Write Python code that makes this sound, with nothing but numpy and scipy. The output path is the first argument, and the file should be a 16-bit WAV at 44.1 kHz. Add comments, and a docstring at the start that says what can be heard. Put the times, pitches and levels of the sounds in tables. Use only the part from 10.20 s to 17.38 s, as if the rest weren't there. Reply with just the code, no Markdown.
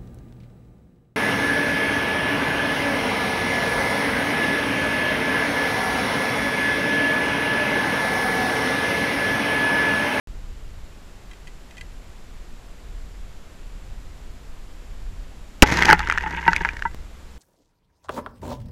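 """Hiss and light wind at a camera in a sealed case, near a water jug in a snowy field.
At 1.1 s a distant rifle is loaded: steel parts click and scrape. At 5.4 s the shot bursts the jug;
the pressure fronts clip the microphone and shake the stand and the case. A sheet of spray hits the
camera, then drops and lumps of slush tap and ring its case for a second. One soft pop at 6.7 s."""
import sys
import numpy as np
from scipy import signal
from scipy.io import wavfile
from scipy.ndimage import uniform_filter1d

SR = 44100
rng = np.random.default_rng(int(sys.argv[2]) if len(sys.argv) > 2 else 0)


def output_pcm(signal):
    """Save a mono or channel-first signal as 16-bit PCM at the path in sys.argv[1].

    Samples are clipped to [-1, 1] before scaling.
    """
    pcm = np.clip(np.atleast_2d(signal).T, -1, 1) * 32767
    wavfile.write(sys.argv[1], SR, np.round(pcm).astype(np.int16))


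N = 316638

# hollow case: mode_hz, level_db, t60_s
CASE_MODES = [(817, -8, 0.0256), (927, 3.5, 0.05), (1356, -17, 0.081), (1530, -8, 0.077),
              (1660, -13.5, .04), (1945, -5, 0.059), (1994, -7.5, 0.084), (2810, -6, 0.0301)]
# case rocking on its bracket: mode_hz, level_db, t60_s
BRACKET_MODES = [(170.7, -3, 0.18), (242, -18, 0.033), (309, -6, 0.061), (390, -0.5, 0.029)]
SHEET_S = (5.457, 5.73)  # water thrown straight at the camera: start, release
FALLBACK_S = (5.74, 6.45)  # water thrown upwards, raining back: start, release


def amp(db):
    """Decibels to gain."""
    return 10 ** (np.asarray(db) / 20)


def unit(x):
    """Scale to rms 1."""
    return x / np.sqrt(np.mean(x ** 2) + 1e-20)


def add(mix, start_s, sound):
    """Mix a sound in at start_s."""
    part = mix[round(start_s * SR):][:len(sound)]
    part += sound[:len(part)]


def colour(x, spectrum):
    """Minimum-phase filter from (hz, db) points; clicks keep their sharp start."""
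    hz, db = np.transpose(spectrum)
    bin_hz = abs(np.fft.fftfreq(N, 1 / SR))
    log_gain = np.log(amp(np.interp(np.log(bin_hz + 1), np.log(hz + 1), np.maximum(db, -100))))
    response = np.exp(np.conj(signal.hilbert(log_gain)))
    return np.fft.ifft(np.fft.fft(x) * response).real


def fade(t, t60_s):
    """Exponential decay, 60 dB down at t60_s."""
    return np.exp(-np.log(1000) * t / t60_s)


def ring(modes, length_s, rise_s, detune, scatter_db=3):
    """Modes struck by a soft blow; each blow lands elsewhere and weights them anew."""
    t = np.arange(int(length_s * SR)) / SR
    hz, db, t60_s = np.transpose(modes)[:, :, None]
    spot, shift = 2 * rng.random((2, len(modes), 1)) - 1
    weight = amp(db + scatter_db * spot)
    sign = np.cos(np.pi * np.arange(len(modes)))[:, None]  # neighbouring modes in antiphase
    waves = sign * weight * fade(t, t60_s) * np.sin(2 * np.pi * hz * (1 + detune * shift) * t)
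    return waves.sum(0) / np.linalg.norm(weight) * (1 - np.exp(-(t / rise_s) ** 2))


def near(modes, centre_hz, loss_db):
    """A blow drives the modes around its own pitch, loss_db weaker an octave away."""
    return [(hz, db - loss_db * np.log2(hz / centre_hz) ** 2, t60_s) for hz, db, t60_s in modes]


def burst(low_hz, high_hz, t60_s):
    """Decaying band noise, starting near rms 1."""
    t = np.arange(SR // 8) / SR
    band = signal.butter(3, [low_hz, high_hz], "band", fs=SR, output="sos")
    noise = rng.standard_normal(len(t))
    return signal.sosfilt(band, noise * fade(t, t60_s)) / np.std(signal.sosfilt(band, noise))


def crumble(sound, crumbs_db, mean_delay_s, count=8):
    """One contact, then weaker ones of random sign and delay."""
    hits = np.zeros(SR // 20)
    delays = np.minimum(rng.exponential(1, count) * mean_delay_s * SR, len(hits) - 1).astype(int)
    hits[delays] = amp(crumbs_db) * rng.choice([-1, 1], count) / np.sqrt(count)
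    hits[0] = 1
    return signal.fftconvolve(sound, hits / np.linalg.norm(hits))


def hiss():
    """Steady background hiss."""
    # freq_hz, density_db
    spectrum = [(90, -19), (150, -2.5), (240, -5.5), (460, -10), (950, -14), (2000, -17.5), (3500, -21),
                (6400, -26), (7400, -23), (8600, -31.5), (11300, -32), (12100, -34), (13200, -37),
                (14900, -36.5), (15600, -72)]
    return amp(-50) * unit(colour(rng.standard_normal(N), spectrum))


def wind():
    """Light gusts buffet the case: a low rumble."""
    # freq_hz, density_db
    spectrum = [(4.7, -19.5), (8.0, 2.5), (21, -1.5), (35, -0.5), (52, -7.5), (92, -16), (200, -32),
                (260, -56), (440, -120)]
    # wind strength before and after the shot: time_s, relative_db
    early_gusts = [(0.08, -38), (0.6, -39.5), (0.66, -43), (1.55, -47.5), (1.64, -42.5), (2.62, -45),
                   (2.75, -37.5), (3.34, -45), (3.67, -39.5), (4.57, -44.5), (4.86, -37.5), (5.3, -45)]
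    late_gusts = [(5.55, -47), (5.772, -33.5), (6.226, -50), (6.338, -36.5), (7.15, -45)]
    gust_db = np.interp(np.arange(N) / SR, *np.transpose(early_gusts + late_gusts))
    return amp(gust_db + 5.5) * unit(colour(rng.standard_normal(N), spectrum))


def rifle_action():
    """Distant steel parts scrape and click home, each at its own pitch."""
    # contacts: start_s, level_db, centre_hz
    contacts = [(1.1122, -36, 2700), (1.133, -38.5, 2100), (1.2712, -36, 2800), (1.276, -34.5, 2600),
                (1.509, -36, 2110), (1.569, -35, 2200), (1.5802, -32.5, 2300), (1.6105, -27, 2660)]
    # steel action: mode_hz, level_db, t60_s
    steel_modes = [(1640, -8, 0.042), (2014, 2, 0.04), (2440, -5, 0.028), (2700, -7, 0.031),
                   (3170, -0.5, 0.026), (3900, -4, .025), (4440, -6, 0.03)]
    out = np.zeros(N)
    for start_s, level_db, centre_hz in contacts:
        click = ring(near(steel_modes, centre_hz, loss_db=9), length_s=.1, rise_s=0.0012, detune=0.023)
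        add(out, start_s, amp(level_db) * crumble(click, crumbs_db=-5, mean_delay_s=0.003))
        scrape = amp(-12.5) * burst(1200, 8100, t60_s=0.03)
        add(out, start_s, amp(level_db) * scrape)
    return out


def crack(centre_hz, t60_s, fall=0.54, fall_s=0.00243, roughness=0.21):
    """A rough ring whose pitch drops at once, with a puff of treble."""
    t = np.arange(SR // 8) / SR
    wobble = unit(uniform_filter1d(rng.standard_normal(len(t)), 16))
    pitch_hz = centre_hz * (1 + fall * (np.exp(-t / fall_s) - .5)) * (1 + roughness * wobble)
    tone = np.sin(2 * np.pi * np.cumsum(pitch_hz) / SR) * fade(t, t60_s)
    return tone + amp(-7.5) * burst(3560, 7300, t60_s * 0.67)


def shot(rise_s=0.00043, echo_delay_s=0.004):
    """Each front is a push, a longer suction and a crack; the blast shakes stand and case, and echoes."""
    # pressure fronts of bullet, bursting jug, muzzle:
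    # start_s, push_db, push_s, crack_db, crack_hz, crack_t60_s
    fronts = [(5.4224, 11, 0.00068, 8.5, 2596, 0.018), (5.425, 22.5, 0.0015, 6.5, 1600, 0.02),
              (5.429, 23, 0.00087, 6, 1773, 0.026)]
    # camera stand: mode_hz, level_db, t60_s
    stand_modes = [(60.3, -4.5, 0.033), (63.5, -31, 6.1), (267, 2, 0.03), (411, 1.5, 0.031),
                   (849, -3.5, 0.064)]
    out, t = np.zeros(N), np.arange(SR // 8) / SR
    for start_s, push_db, push_s, crack_db, crack_hz, crack_t60_s in fronts:
        push = (1 - t / push_s) * np.exp(-t / push_s) * (1 - np.exp(-t / rise_s))
        add(out, start_s, amp(crack_db) * crack(crack_hz, crack_t60_s) - amp(push_db) * push)
    muzzle_s = fronts[-1][0]
    add(out, muzzle_s, amp(9) * ring(stand_modes, length_s=2, rise_s=0.0068, detune=0))
    add(out, muzzle_s, amp(-4) * ring(CASE_MODES, length_s=.2, rise_s=0.000522, detune=0))
    echo = amp(-18.5) * burst(220, 2800, t60_s=0.072)  # off snow and trees
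    add(out, muzzle_s + echo_delay_s, echo)
    return out


def shower(span_s, db, slope_db_per_s, release_db_per_s, attack_s):
    """Gain of a shower: sets in, grows or sags evenly over its span, dies away."""
    t, (start_s, end_s) = np.arange(N) / SR, span_s
    held_db = db + slope_db_per_s * (np.clip(t, start_s, end_s) - start_s)
    release_db = release_db_per_s * np.maximum(t - end_s, 0)
    return np.clip((t - start_s) / attack_s, 0, 1) * amp(held_db - release_db)


def impacts(rate_per_s, spread_db):
    """Random impulses of uneven size; mean power near 1 at any rate."""
    size_db = spread_db * np.minimum(rng.exponential(1, N), 3)
    size = unit(amp(size_db) * rng.choice([-1, 1], N))
    return size * (rng.random(N) < rate_per_s / SR) * np.sqrt(SR / rate_per_s)


def spray(thinning_s=0.2):
    """Fine spray arrives as a sheet, in clumps of a few ms, thins to single droplets and rains back."""
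    # spray heard through the case: freq_hz, density_db
    spectrum = [(50, -23), (100, -3), (150, -8), (330, -7), (600, -13), (900, -14), (1070, -13.5),
                (1400, -13.5), (2050, -8), (2700, -22), (3500, -22.5), (6600, -24.5), (8500, -40.5),
                (12500, -40.5), (15500, -69)]
    age_s = np.maximum(np.arange(N) / SR - SHEET_S[0], 0)
    rate_per_s = 450 + 3500 * np.exp(-age_s / thinning_s)
    sheet = shower(SHEET_S, db=-23, slope_db_per_s=-6, release_db_per_s=602, attack_s=0.0039)
    fallback = shower(FALLBACK_S, db=-42, slope_db_per_s=2, release_db_per_s=52, attack_s=0.029)
    clump_db = 3.5 * unit(uniform_filter1d(rng.standard_normal(N), 160))
    droplets = impacts(rate_per_s, spread_db=5) * unit(amp(clump_db)) * (sheet + fallback)
    return colour(droplets, spectrum) / np.linalg.norm(colour(signal.unit_impulse(N), spectrum))


def slap(pitch_hz):
    """Water slaps the thin front plate with a short ring at the given pitch; peak 1."""
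    # front plate: pitch_ratio, level_db, t60_s
    plate_modes = [(0.918, -1.5, 0.01), (1.199, -11.5, 0.018), (1.7, -17, 0.011)]
    modes = [(ratio * pitch_hz, db, t60_s) for ratio, db, t60_s in plate_modes]
    sound = ring(modes, length_s=.04, rise_s=0.00036, detune=0.1)
    return sound / abs(sound).max()


def patter(spots=8):
    """Slush grains tap spots on the case, each with its own ring; being slower, they trail the spray."""
    sheet = shower(SHEET_S, db=-31, slope_db_per_s=45.5, release_db_per_s=452, attack_s=0.004)
    fallback = shower(FALLBACK_S, db=-32, slope_db_per_s=-2, release_db_per_s=120, attack_s=0.074)
    case = near(CASE_MODES, centre_hz=1800, loss_db=2)
    out = np.zeros(N)
    for _ in range(spots):
        tap = amp(-21) * ring(BRACKET_MODES, length_s=.3, rise_s=0.0024, detune=0.014)
        add(tap, 0, amp(-6.5) * ring(case, length_s=.1, rise_s=0.0011, detune=0.02))
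        add(tap, 0, slap(pitch_hz=rng.uniform(1376, 2100)))
        grains = impacts(rate_per_s=80, spread_db=6) * (sheet + fallback)
        out += signal.oaconvolve(grains, tap / np.linalg.norm(tap))[:N]
    return out / np.sqrt(spots)


def lumps():
    """Crumbling slush knocks the wet case, slaps its front and rocks it on its bracket."""
    # lumps on the camera: start_s, knock_db, rock_db
    hits = [(5.557, -36, -24), (5.617, -8, -18), (5.665, -12, -30), (5.683, -1.5, -22), (5.692, -2.5, -9),
            (5.71, -9, -16), (5.722, -2, -36), (5.729, -4.5, -7.5), (5.773, -23, -31), (5.7923, -13.5, -32),
            (6.037, -15, -34), (6.0612, -13.5, -26.5), (6.133, -29, -24), (6.2643, -13, -24),
            (6.2785, -1, -13), (6.3173, -17.5, -33), (6.4085, -17, -21), (6.449, -12.5, -30),
            (6.6528, -11, -30.5)]
    # clinging water lowers the case's ring until it runs off: time_s, pitch_ratio
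    wet_pitch = [(5.45, 0.99), (5.73, 0.92), (6.05, 0.942), (6.27, 0.99), (6.65, 1.01)]
    out = np.zeros(N)
    for start_s, knock_db, rock_db in hits:
        pitch_ratio = np.interp(start_s, *np.transpose(wet_pitch))
        wet_case = [(hz * pitch_ratio, db, t60_s) for hz, db, t60_s in CASE_MODES]
        case = near(wet_case, centre_hz=1120, loss_db=2.5 - 0.3 * knock_db)  # lighter lumps: duller
        knock = ring(case, length_s=.15, rise_s=0.0018, detune=0.014)
        add(knock, 0, amp(-3.5) * slap(pitch_hz=1700))
        add(out, start_s, amp(knock_db) * crumble(knock, crumbs_db=-5.5, mean_delay_s=0.004))
        drive_hz = max(370 + 4.5 * rock_db, 100)  # lighter lumps push more slowly
        bracket = near(BRACKET_MODES, drive_hz, loss_db=6)
        add(out, start_s, amp(rock_db) * ring(bracket, length_s=.3, rise_s=0.0019, detune=0.016))
    return out


def drops():
    """Each drop ticks on the front plate, slaps it and splashes."""
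    # drops on the camera: start_s, slap_db, pitch_hz, splash_db
    hits = [(5.572, -10, 1680, -17), (5.623, 0, 1946, -16.5), (5.6336, -6, 1760, -27),
            (5.6545, -15, 1900, -11.5), (5.691, 0, 1850, -24), (5.7012, 4.5, 1740, -33),
            (5.71, 5, 1724, -34), (5.729, 10.5, 1620, -25), (5.7926, -15, 1840, -23),
            (5.804, -12.5, 1520, -33), (5.8729, -14, 1640, -30.5), (5.899, -2, 1554, -25),
            (5.9119, -8, 1880, -37), (5.9234, -7, 1480, -24), (5.9761, -6.5, 1510, -30.5),
            (5.982, -7, 1690, -29), (6.009, -18, 1960, -37), (6.2788, -4.5, 1755, -25.5),
            (6.3319, -4, 1640, -25), (6.363, -7, 2220, -19), (6.449, -7, 1640, -30.5),
            (6.4556, -8.5, 1770, -39), (6.489, -9, 1810, -35), (6.5679, -20.5, 1960, -33.5),
            (6.5928, -25, 1640, -41), (6.6227, -12.5, 1623, -34)]
    out = np.zeros(N)
    for start_s, slap_db, pitch_hz, splash_db in hits:
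        add(out, start_s, amp(slap_db) * crumble(slap(pitch_hz), crumbs_db=-13, mean_delay_s=0.002))
        splash = burst(2000, 6150, t60_s=0.014)
        tick = amp(-14.5) * burst(7400, 12500, t60_s=0.0047)
        add(out, start_s, amp(splash_db) * (splash + tick))
    return out


def pop(start_s=6.7468, level_db=-24):
    """A small pressure step that leaks away."""
    out = np.zeros(N)
    add(out, start_s, -amp(level_db) * fade(np.arange(SR // 10) / SR, t60_s=0.026))
    return out


def scene(start_s=0.073):
    """All sources at one microphone; silent before start_s."""
    sound = hiss() + wind() + rifle_action() + shot() + drops() + lumps() + spray() + patter() + pop()
    return (sound * (np.arange(N) / SR > start_s))[None]


def record(dry):
    """The microphone clips hard at full scale; then a low-pass."""
    cutoff_hz = 16200
    lowpass = signal.firwin(255, cutoff_hz, window=("kaiser", 8), fs=SR)
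    return signal.oaconvolve(np.clip(dry, -1, 1), lowpass[None], "same")


dry = scene()
out = record(dry)
output_pcm(out)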